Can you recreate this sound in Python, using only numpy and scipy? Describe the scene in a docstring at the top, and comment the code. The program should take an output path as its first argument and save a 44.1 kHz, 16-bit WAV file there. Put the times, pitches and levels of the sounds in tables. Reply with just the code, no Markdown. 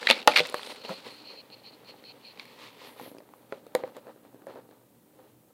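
"""Over a quiet room hum and hiss, cardboard crinkles, snaps, rips and knocks as a dog works at a box.
The dog then sniffs in quick puffs, rubs its muzzle on the flap and nudges the box about on the floor.
Knocks are sums of fading tones; snaps and ticks are short noise bursts; rips, sniffs and rubbing are
shaped noise. The room answers the hits softly, and the loudest snaps overload the microphone input."""
import sys
import numpy as np
from scipy import signal
from scipy.fft import rfft, irfft, next_fast_len
from scipy.io import wavfile
from scipy.ndimage import map_coordinates

SR = 44100
rng = np.random.default_rng(int(sys.argv[2]) if len(sys.argv) > 2 else 0)


def output_pcm(signal):
    """Save a mono or channel-first signal as 16-bit PCM at the path in sys.argv[1].

    Samples are clipped to [-1, 1] before scaling.
    """
    pcm = np.clip(np.atleast_2d(signal).T, -1, 1) * 32767
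    wavfile.write(sys.argv[1], SR, np.round(pcm).astype(np.int16))


N = 243869  # length of the scene in samples


def amp(db):
    """Turn decibels into a plain gain."""
    return 10 ** (np.asarray(db) / 20)


def unit(x):
    """Scale a sound to an average strength (rms) of 1."""
    return x / np.sqrt(np.mean(x ** 2) + 1e-20)


def along(points, hz):
    """Read a curve of (f/Hz, value) points, joined by lines on a log frequency axis."""
    f, v = np.transpose(points)
    return np.interp(np.log(hz + 1), np.log(f + 1), v)


def level(rows):
    """Gain per sample from (t/s, level/dB) rows, practically silent outside them."""
    s, db = np.transpose(rows)
    return amp(np.interp(np.arange(N) / SR, s, db, left=-150, right=-150))


def swells(rows, sharp, lean=1):
    """Gain that rises and falls once per (start t/s, end t/s, level/dB) row; lean under 1 peaks early."""
    t = np.arange(N) / SR
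    gain = np.zeros(N)
    for start, end, db in rows:
        progress = np.clip((t - start) / (end - start), 0, 1)
        hump = np.abs(np.sin(np.pi * progress ** lean)) ** sharp
        gain += amp(db) * hump * (t > start) * (t < end)
    return gain


def filtered(x, response):
    """Multiply each frequency of x by response(frequency)."""
    m = next_fast_len(len(x) + 8192)  # spare room so that the end does not wrap round
    return irfft(rfft(x, m) * response(np.fft.rfftfreq(m, 1 / SR)), m)[:len(x)]


def resonant(modes):
    """Response of things that ring after a push: (f/Hz, width/Hz, level/dB) rows, alternating in sign."""
    def response(f):
        total = 0
        for k, (centre, width, db) in enumerate(modes):
            peak = 1j * f * width / (centre * centre - f * f + 1j * f * width)
            total = total + (-1) ** k * amp(db) * peak
        return total
    return response


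def grainy(per_s, spread_db):
    """Noise whose strength wanders between per_s random levels a second, rms 1."""
    knots = rng.standard_normal(int(N * per_s / SR) + 4)
    wander = map_coordinates(knots, [np.arange(N) * per_s / SR], order=1)
    return unit(amp(spread_db * wander) * rng.standard_normal(N))


def grainy_like(curve, per_s, spread_db):
    """Grainy noise coloured by a (f/Hz, level/dB per Hz) curve, rms 1."""
    return unit(filtered(grainy(per_s, spread_db), lambda f: amp(along(curve, f))))


# colour of the room air and microphone hiss before scaling: (f/Hz, level/dB per Hz)
AIR_COLOUR = [(15, -56), (25, -25), (175, -7.5), (236, -5.5), (301, -11.5), (624, -20.5), (2000, -39.5),
              (2610, -37.5), (3250, -37), (4370, -38), (6560, -33.5), (14800, -27), (16000, -31)]
AIR_DB = -61.5  # rms
# faint steady drones: (f/Hz, width/Hz, level/dB)
DRONES = [(120.3, 5.4, -68.5), (299, 22, -65.5), (8273, 55, -87)]


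def background():
    """Room air and microphone hiss as coloured noise, drones as noise in very narrow bands."""
    air = filtered(rng.standard_normal(N), lambda f: amp(along(AIR_COLOUR, f)))
    out = amp(AIR_DB) * unit(air)
    for hz, width, db in DRONES:
        drone = filtered(rng.standard_normal(N), resonant([(hz, width, 0)]))
        out += amp(db) * unit(drone)
    return out


# strength of the crinkling: (t/s, level/dB)
CRINKLE_LEVEL = [(0, -45.5), (.03, -40), (.2, -47), (.262, -55.5), (.29, -39.5), (.41, -37.5), (.53, -48.5),
                 (.7, -45), (.83, -57), (.9, -47.5), (1.3, -62.5)]
# colour of crinkling card: (f/Hz, level/dB per Hz)
CRINKLE_COLOUR = [(530, -36), (900, -3), (1290, -4), (1460, -3.5), (1600, -7.5), (2540, -3), (3640, -3),
                  (4200, -1.5), (6110, -16.5), (8450, -18), (16000, -39.5)]


def crinkling_flap():
    """The flap crinkles: many tiny card movements blend into uneven noise."""
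    return level(CRINKLE_LEVEL) * grainy_like(CRINKLE_COLOUR, per_s=250, spread_db=3.0)


# ways the box walls like to vibrate, before the grip shifts them; also rung by bites: (f/Hz, level/dB)
WALL_MODES = [(130, -43), (230, -4.5), (300, -4.5), (410, 0), (520, 3.5), (610, 0), (780, 0), (930, -0.5),
              (1270, -1), (1560, -0.5), (1850, -2)]
# the box walls flexing: (t/s, level/dB)
FLEXING = [(0.0, -46), (0.49, -48), (0.65, -51), (1.34, -57), (2.71, -57.5), (3.03, -53.5), (3.2, -60),
           (3.62, -60), (3.85, -52.5), (4.17, -61), (4.57, -58.5), (4.93, -68.5), (5.53, -67)]
# strokes of muzzle and paw along the card, rasping too:
# (start t/s, end t/s, rasp level/dB, wall rumble level/dB)
CARD_STROKES = [(0.685, 0.734, -41.5, -48), (0.833, 0.87, -45, -46.5), (0.866, 0.951, -44.5, -41.5),
                (1.035, 1.107, -47, -48), (1.282, 1.376, -58, -52), (1.865, 1.918, -55.5, -69),
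                (2.378, 2.45, -56, -77), (2.57, 2.71, -51, -62), (2.775, 2.918, -51.5, -52.5),
                (2.967, 3.113, -55.5, -78), (3.49, 3.603, -65, -62.5), (3.744, 3.839, -59, -43),
                (3.828, 3.908, -65, -50), (3.941, 4.001, -61, -50), (4.052, 4.137, -70, -48),
                (4.227, 4.288, -75.5, -58), (4.458, 4.545, -62, -45.5), (4.508, 4.629, -66.5, -49.5),
                (4.685, 4.778, -78, -68), (5.114, 5.348, -76, -57.5)]


def shaking_walls():
    """Flexing and strokes shake the walls: noise rumbles through their vibration modes."""
    walls = resonant([(hz, 0.15 * hz, db) for hz, db in WALL_MODES])
    rumble = grainy(per_s=150, spread_db=3)
    rumble = unit(filtered(rumble, lambda f: walls(f) / (1 + (f / 800) ** 2.4)))  # dull above 800 Hz
    strokes = [(start, end, rumble_db) for start, end, _, rumble_db in CARD_STROKES]
    return (level(FLEXING) + swells(strokes, sharp=1.7, lean=1.0)) * rumble


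# bites and nudges: (t/s, knock of the box level/dB, snap of the card level/dB, tick level/dB,
#                    struck wall f/Hz, snap f/Hz)
HITS = [(0.029, -32, -23.5, -53, 491, 1630), (0.0706, -52, -6.5, -29, 990, 1980),
        (0.0893, -19.5, -17, -38, 880, 2160), (0.1006, -11, 2, -21, 542, 2780),
        (0.1101, -11.5, 2, -35, 884, 3660), (0.275, 3.5, 4.5, -6.5, 857.7, 3120),
        (0.279, -5, 0, -21.5, 590, 1392), (0.3613, -21, -2.5, -28, 853, 2880),
        (0.4035, -16.5, -25, -41, 490, 2150), (0.4518, -35, -27, -45, 548, 2010),
        (0.4705, -41, -38, -31, 610, 2720), (0.4897, -49, -26.5, -41, 530, 4350),
        (0.4983, -35, -49, -30.5, 470, 2190), (0.525, -33, -36, -39, 527, 4080),
        (0.5431, -19.5, -13, -28, 590, 1180), (0.594, -32, -32.5, -43, 1050, 1790),
        (0.6316, -43, -26.5, -44, 1020, 3360), (0.6718, -35, -35, -44, 540, 3620),
        (0.76, -50, -40, -44, 1000, 3090), (0.849, -36, -31.5, -57, 548, 2820),
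        (0.8929, -25, -35, -41, 974, 1380), (0.9061, -25, -40, -50, 535, 1300),
        (0.923, -31, -49, -52.5, 527, 1300), (1.5014, -47, -40, -63.5, 410, 4260),
        (1.847, -46, -47.5, -57, 585, 2540), (1.8941, -40.5, -50, -58, 505, 4180),
        (2.0393, -43.5, -39.5, -61.5, 587, 4290), (2.374, -63, -43, -56, 490, 2580),
        (2.3961, -38.5, -25.5, -47, 1060, 2380), (2.454, -48, -40, -46.5, 960, 2420),
        (2.9974, -30.5, -54, -44, 852, 1200), (3.0129, -32.5, -45, -46, 272, 1940),
        (3.0332, -37, -53, -55, 270, 2480), (3.062, -37, -55, -55, 460, 1745),
        (3.0766, -35.5, -49, -53, 318, 1307), (3.1155, -35.5, -60, -49, 295, 1200),
        (3.1487, -36, -58, -52, 290, 1176), (3.1672, -40, -51.5, -54.5, 412, 1220),
        (3.184, -38, -42, -45.5, 393, 4860), (3.204, -39.5, -49.5, -58, 600, 1200),
        (3.29, -42.5, -51.5, -60.5, 863, 1192), (3.3372, -37, -49.5, -53.5, 852, 1200),
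        (3.5237, -23.5, -27.5, -46.5, 432, 1380), (3.6663, -36.5, -47, -45, 466, 1415),
        (3.7503, -11.5, -17.5, -18.5, 513, 1800), (3.8368, -20, -31, -76, 520, 1310),
        (3.8768, -36.5, -44, -51, 526, 1320), (3.967, -32, -37.5, -39.5, 462, 1210),
        (4.069, -37, -45.5, -57.5, 413, 1610), (4.161, -44.5, -60, -60, 471, 1360),
        (4.2503, -43.5, -59, -59.5, 448, 1650), (4.345, -38.5, -59, -55.5, 289, 1200),
        (4.42, -43, -47.5, -58, 373, 1183), (4.4689, -29.5, -43, -46.5, 556, 1490),
        (4.558, -35, -57.5, -63, 540, 1500), (4.6904, -42, -58.5, -57.5, 470, 1210),
        (4.711, -46, -51, -56.5, 520, 1745)]
# Softer knocks ring shorter (dB per dB); firm and harder ones all reach LONGEST_S.
# RING_S sets the scale before that limit. Walls above RING_HZ then ring shorter.
RING_S, FIRM_DB, RING_GROWS, LONGEST_S, RING_HZ = 0.07, -26.5, .55, 0.061, 500.3
SNAP_S, TICK_S = 0.011, 0.0066  # time for the burst to fall by 60 dB


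def wall_knock(t, hardest_db, wall_hz):
    """A struck wall rings as fading tones; the modes near the struck pitch ring loudest and longest."""
    hz, mode_db = np.transpose(WALL_MODES)
    ring = np.clip(RING_S * amp(RING_GROWS * (hardest_db - FIRM_DB)), .006, LONGEST_S)
    ring *= min(1, RING_HZ / wall_hz) ** 1.904
    nearest = hz[np.argmin(np.abs(hz - wall_hz))]
    bent = hz * wall_hz / nearest  # the grip bends the wall and shifts its modes
    octaves = np.round(np.log2(bent / wall_hz), decimals=6)
    # modes far from the struck part stay weak, most of all the lower ones
    near_db = mode_db - 9 * np.abs(octaves) - 9 * (octaves < 0) - 1.0 * (octaves > 0)
    near_db = near_db + 2 * rng.standard_normal(len(hz))
    life = ring * amp(-5 * np.abs(octaves))
    fade = amp(near_db[:, None] - 60 * t / life[:, None])
    tones = fade * np.sin(2 * np.pi * bent[:, None] * t)
    knock = tones.sum(0) * (1 - np.exp(-t / 0.00045))  # soft start
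    return filtered(knock, lambda f: (1j * f / (130 + 1j * f)) ** 2)  # a small wall radiates no deep bass


def card_snap(t, snap_hz):
    """Card snaps as a short noise burst through its own resonance and two weaker, fixed ones."""
    burst = rng.standard_normal(len(t)) * amp(-60 * t / SNAP_S)
    card = resonant([(snap_hz, 420, 1.2), (2300, 900, -5), (4000, 900, -5)])
    snap = filtered(burst, lambda f: card(f) / (1 + 1j * f / (1.6 * snap_hz)) ** 2)
    thick = signal.butter(4, 5200, fs=SR, output="sos")  # thick card gives little treble
    return signal.sosfilt(thick, snap)


def bright_tick(t):
    """A tick is a very short burst of treble noise."""
    burst = rng.standard_normal(len(t)) * amp(-60 * t / TICK_S)
    bright = signal.butter(2, [3800, 13000], "band", fs=SR, output="sos")
    return signal.sosfilt(bright, burst)


def bites():
    """Each bite, nudge or small slip knocks a wall, snaps the card and gives a bright tick."""
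    out, t = np.zeros(N + SR), np.arange(SR // 5) / SR
    for s, knock_db, snap_db, tick_db, wall_hz, snap_hz in HITS + slips():
        parts = [(knock_db, wall_knock(t, max(knock_db, snap_db), wall_hz)),
                 (snap_db, card_snap(t, snap_hz)),
                 (tick_db, bright_tick(t))]
        for db, sound in parts:
            out[round(s * SR):][:len(t)] += amp(db) * sound / np.abs(sound).max()
    return out[:N]


# time for the room's answer to fall by 60 dB: (f/Hz, t/s)
ROOM_DECAY = [(200, 0.38), (1000, 0.12), (4000, 0.12), (8000, 0.11)]


def room(x):
    """The room answers with a noise tail in which each frequency dies at its own speed."""
    hz, t, z = signal.stft(rng.standard_normal(SR // 2), SR, nperseg=256)
    fading = z * amp(-60 * t / along(ROOM_DECAY, hz)[:, None])
    tail = signal.istft(fading, SR, nperseg=256)[1]
    late = np.pad(x, (250, 0))  # the answer starts 250 samples after the hit
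    return signal.fftconvolve(late, tail / np.linalg.norm(tail))[:N]


# fibres tearing: (start t/s, end t/s, level/dB)
TEARS = [(0.085, 0.133, -24), (0.115, .235, -40), (0.288, 0.36, -34.5), (0.358, 0.409, -19)]
# colour of ripping fibres: (f/Hz, level/dB per Hz)
FIBRE_COLOUR = [(410, -54.5), (700, -22.5), (863, -11), (1050, -18), (1210, -5), (1870, -11.5), (2190, 0),
                (2920, -9.5), (3160, -8.5), (4320, -6), (6230, -27.5), (12500, -33), (16000, -46.5)]


def ripping():
    """Fibres part in dense clumps, heard as grainy noise that swells with each rip."""
    return swells(TEARS, sharp=0.69, lean=0.47) * grainy_like(FIBRE_COLOUR, per_s=400, spread_db=4.0)


SLIP_GAP_S, SLIP_DB = 0.0095, (-5.5, 8.5, -8)  # typical gap; knock, snap and tick over the rip's level
SLIP_WALL_HZ, SLIP_SNAP_HZ = 597.3, 2799  # the snap pitch varies around its value


def slips():
    """A rip also gives a run of up to 12 small snaps at uneven gaps, as rows like the bites."""
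    rows = []
    for start, end, db in TEARS:
        gap, size, bend = rng.standard_normal((3, 12))
        times = start + .012 + np.cumsum(SLIP_GAP_S * amp(2.4 * gap))
        for s, more_db, pitch in zip(times, 3.1 * size, amp(1.8 * bend)):
            if s < end:
                levels = db + more_db + np.array(SLIP_DB)
                rows.append((s, *levels, SLIP_WALL_HZ, SLIP_SNAP_HZ * pitch))
    return rows


# the box drops on the floor: (t/s, level/dB, f/Hz)
FLOOR_DROPS = [(0.103, -18.5, 232), (0.278, -47, 198), (.402, -29, 174), (0.896, -23.5, 189),
               (4.552, -56.5, 250.3)]


def floor_thumps():
    """The box drops on the floor: a low tone with a soft start that fades fast."""
    out, t = np.zeros(N + SR), np.arange(SR // 5) / SR
    for s, db, hz in FLOOR_DROPS:
        fade = amp(db - 60 * t / 0.082) * (1 - np.exp(-t / 0.0069))
        out[round(s * SR):][:len(t)] += fade * np.sin(2 * np.pi * hz * t)
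    return out[:N]


# puffs of air through the nose: (start t/s, end t/s, level/dB)
PUFFS = [(.53, .62, -45.5), (.67, .73, -47), (.76, 1.02, -49), (1.03, 1.24, -50.5), (1.24, 1.34, -46.5),
         (1.33, 1.42, -49.5), (1.51, 1.552, -46), (1.56, 1.61, -59), (1.635, 1.71, -48.5),
         (1.715, 1.76, -54), (1.85, 1.935, -51), (1.96, 2.01, -62), (2.045, 2.125, -47.5),
         (2.225, 2.33, -51.5), (2.41, 2.56, -60.5)]
# nose resonances, before the response is raised to a power: (f/Hz, width/Hz, level/dB)
NOSE_MODES = [(2501, 460, -1.5), (3066, 300, -1), (4246, 450, 2.5), (7280, 240, -30.5)]


def sniffing():
    """Air rushing through the nose hisses at the nose's resonances."""
    nose = resonant(NOSE_MODES)
    hiss = unit(filtered(grainy(per_s=60, spread_db=2.5), lambda f: np.abs(nose(f)) ** 2.1))
    return swells(PUFFS, sharp=0.47) * hiss


# thin high swishes: (start t/s, end t/s, level/dB near 9 kHz, level/dB near 11.6 kHz)
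SWISHES = [(0.535, 0.613, -62, -60.5), (.6, 0.764, -58, -65), (0.884, 0.975, -67, -71),
           (1.042, 1.192, -68.5, -73.5), (2.577, 2.696, -80, -86), (2.81, 2.973, -67, -62.5),
           (2.956, 3.144, -67.5, -57), (3.297, 3.445, -76.5, -72)]


def high_swishes():
    """Thin swishes are narrow bands of treble noise that swell and fade."""
    def band(hz, width):
        return unit(filtered(rng.standard_normal(N), lambda f: 1 / (1 + ((f - hz) / width) ** 2)))

    lower = swells([(a, b, db) for a, b, db, _ in SWISHES], sharp=0.53) * band(9220, 880)
    upper_band = band(11600, 600) + amp(-6) * band(15100, 900)
    upper = swells([(a, b, db) for a, b, _, db in SWISHES], sharp=0.99) * upper_band
    return lower + upper


# fur resting and sliding on the flap: (t/s, level/dB)
FUR_LEVEL = [(1.1, -53), (1.25, -64), (1.44, -62), (2.16, -63), (2.46, -56.5), (2.99, -60), (3.27, -71.5),
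             (3.91, -67.5), (4.23, -73), (5.53, -77)]
# colour of fur on card: (f/Hz, level/dB per Hz)
FUR_COLOUR = [(530, -34), (900, -2.5), (1020, -1), (1550, -12), (1900, -4), (2930, -5), (4300, -6.5),
              (5300, -15.5), (7200, -22), (16000, -29.5)]


def rubbing():
    """Fur, muzzle and paw rasp along the card: fine-grained noise, stronger in each stroke."""
    strokes = [(start, end, rasp_db) for start, end, rasp_db, _ in CARD_STROKES]
    rasping = level(FUR_LEVEL) + swells(strokes, sharp=0.94)
    return rasping * grainy_like(FUR_COLOUR, per_s=480, spread_db=2.0)


def scene():
    """Add all the layers; the room answers only the bites and thumps."""
    hits = bites() + floor_thumps()
    cardboard = crinkling_flap() + shaking_walls() + ripping() + rubbing()
    dog = sniffing() + high_swishes()
    return (background() + cardboard + hits + amp(-16.0) * room(hits) + dog)[None]


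TOP_HZ = 15800  # nothing passes above this


def record(dry):
    """The input clips smoothly near full scale, deep bass is thinned and the top of the treble is cut."""
    top = .72  # the clipping limit, 1 being full scale, before the bass is thinned
    clipped = dry[0] / (1 + np.abs(dry[0] / top) ** 6) ** (1 / 6)
    thin = filtered(clipped, lambda f: 1 - amp(-1.0) + amp(-2.0) * (1j * f / (70 + 1j * f)) ** 2)
    return filtered(thin, lambda hz: hz < TOP_HZ)[None]


dry = scene()
out = record(dry)
output_pcm(out)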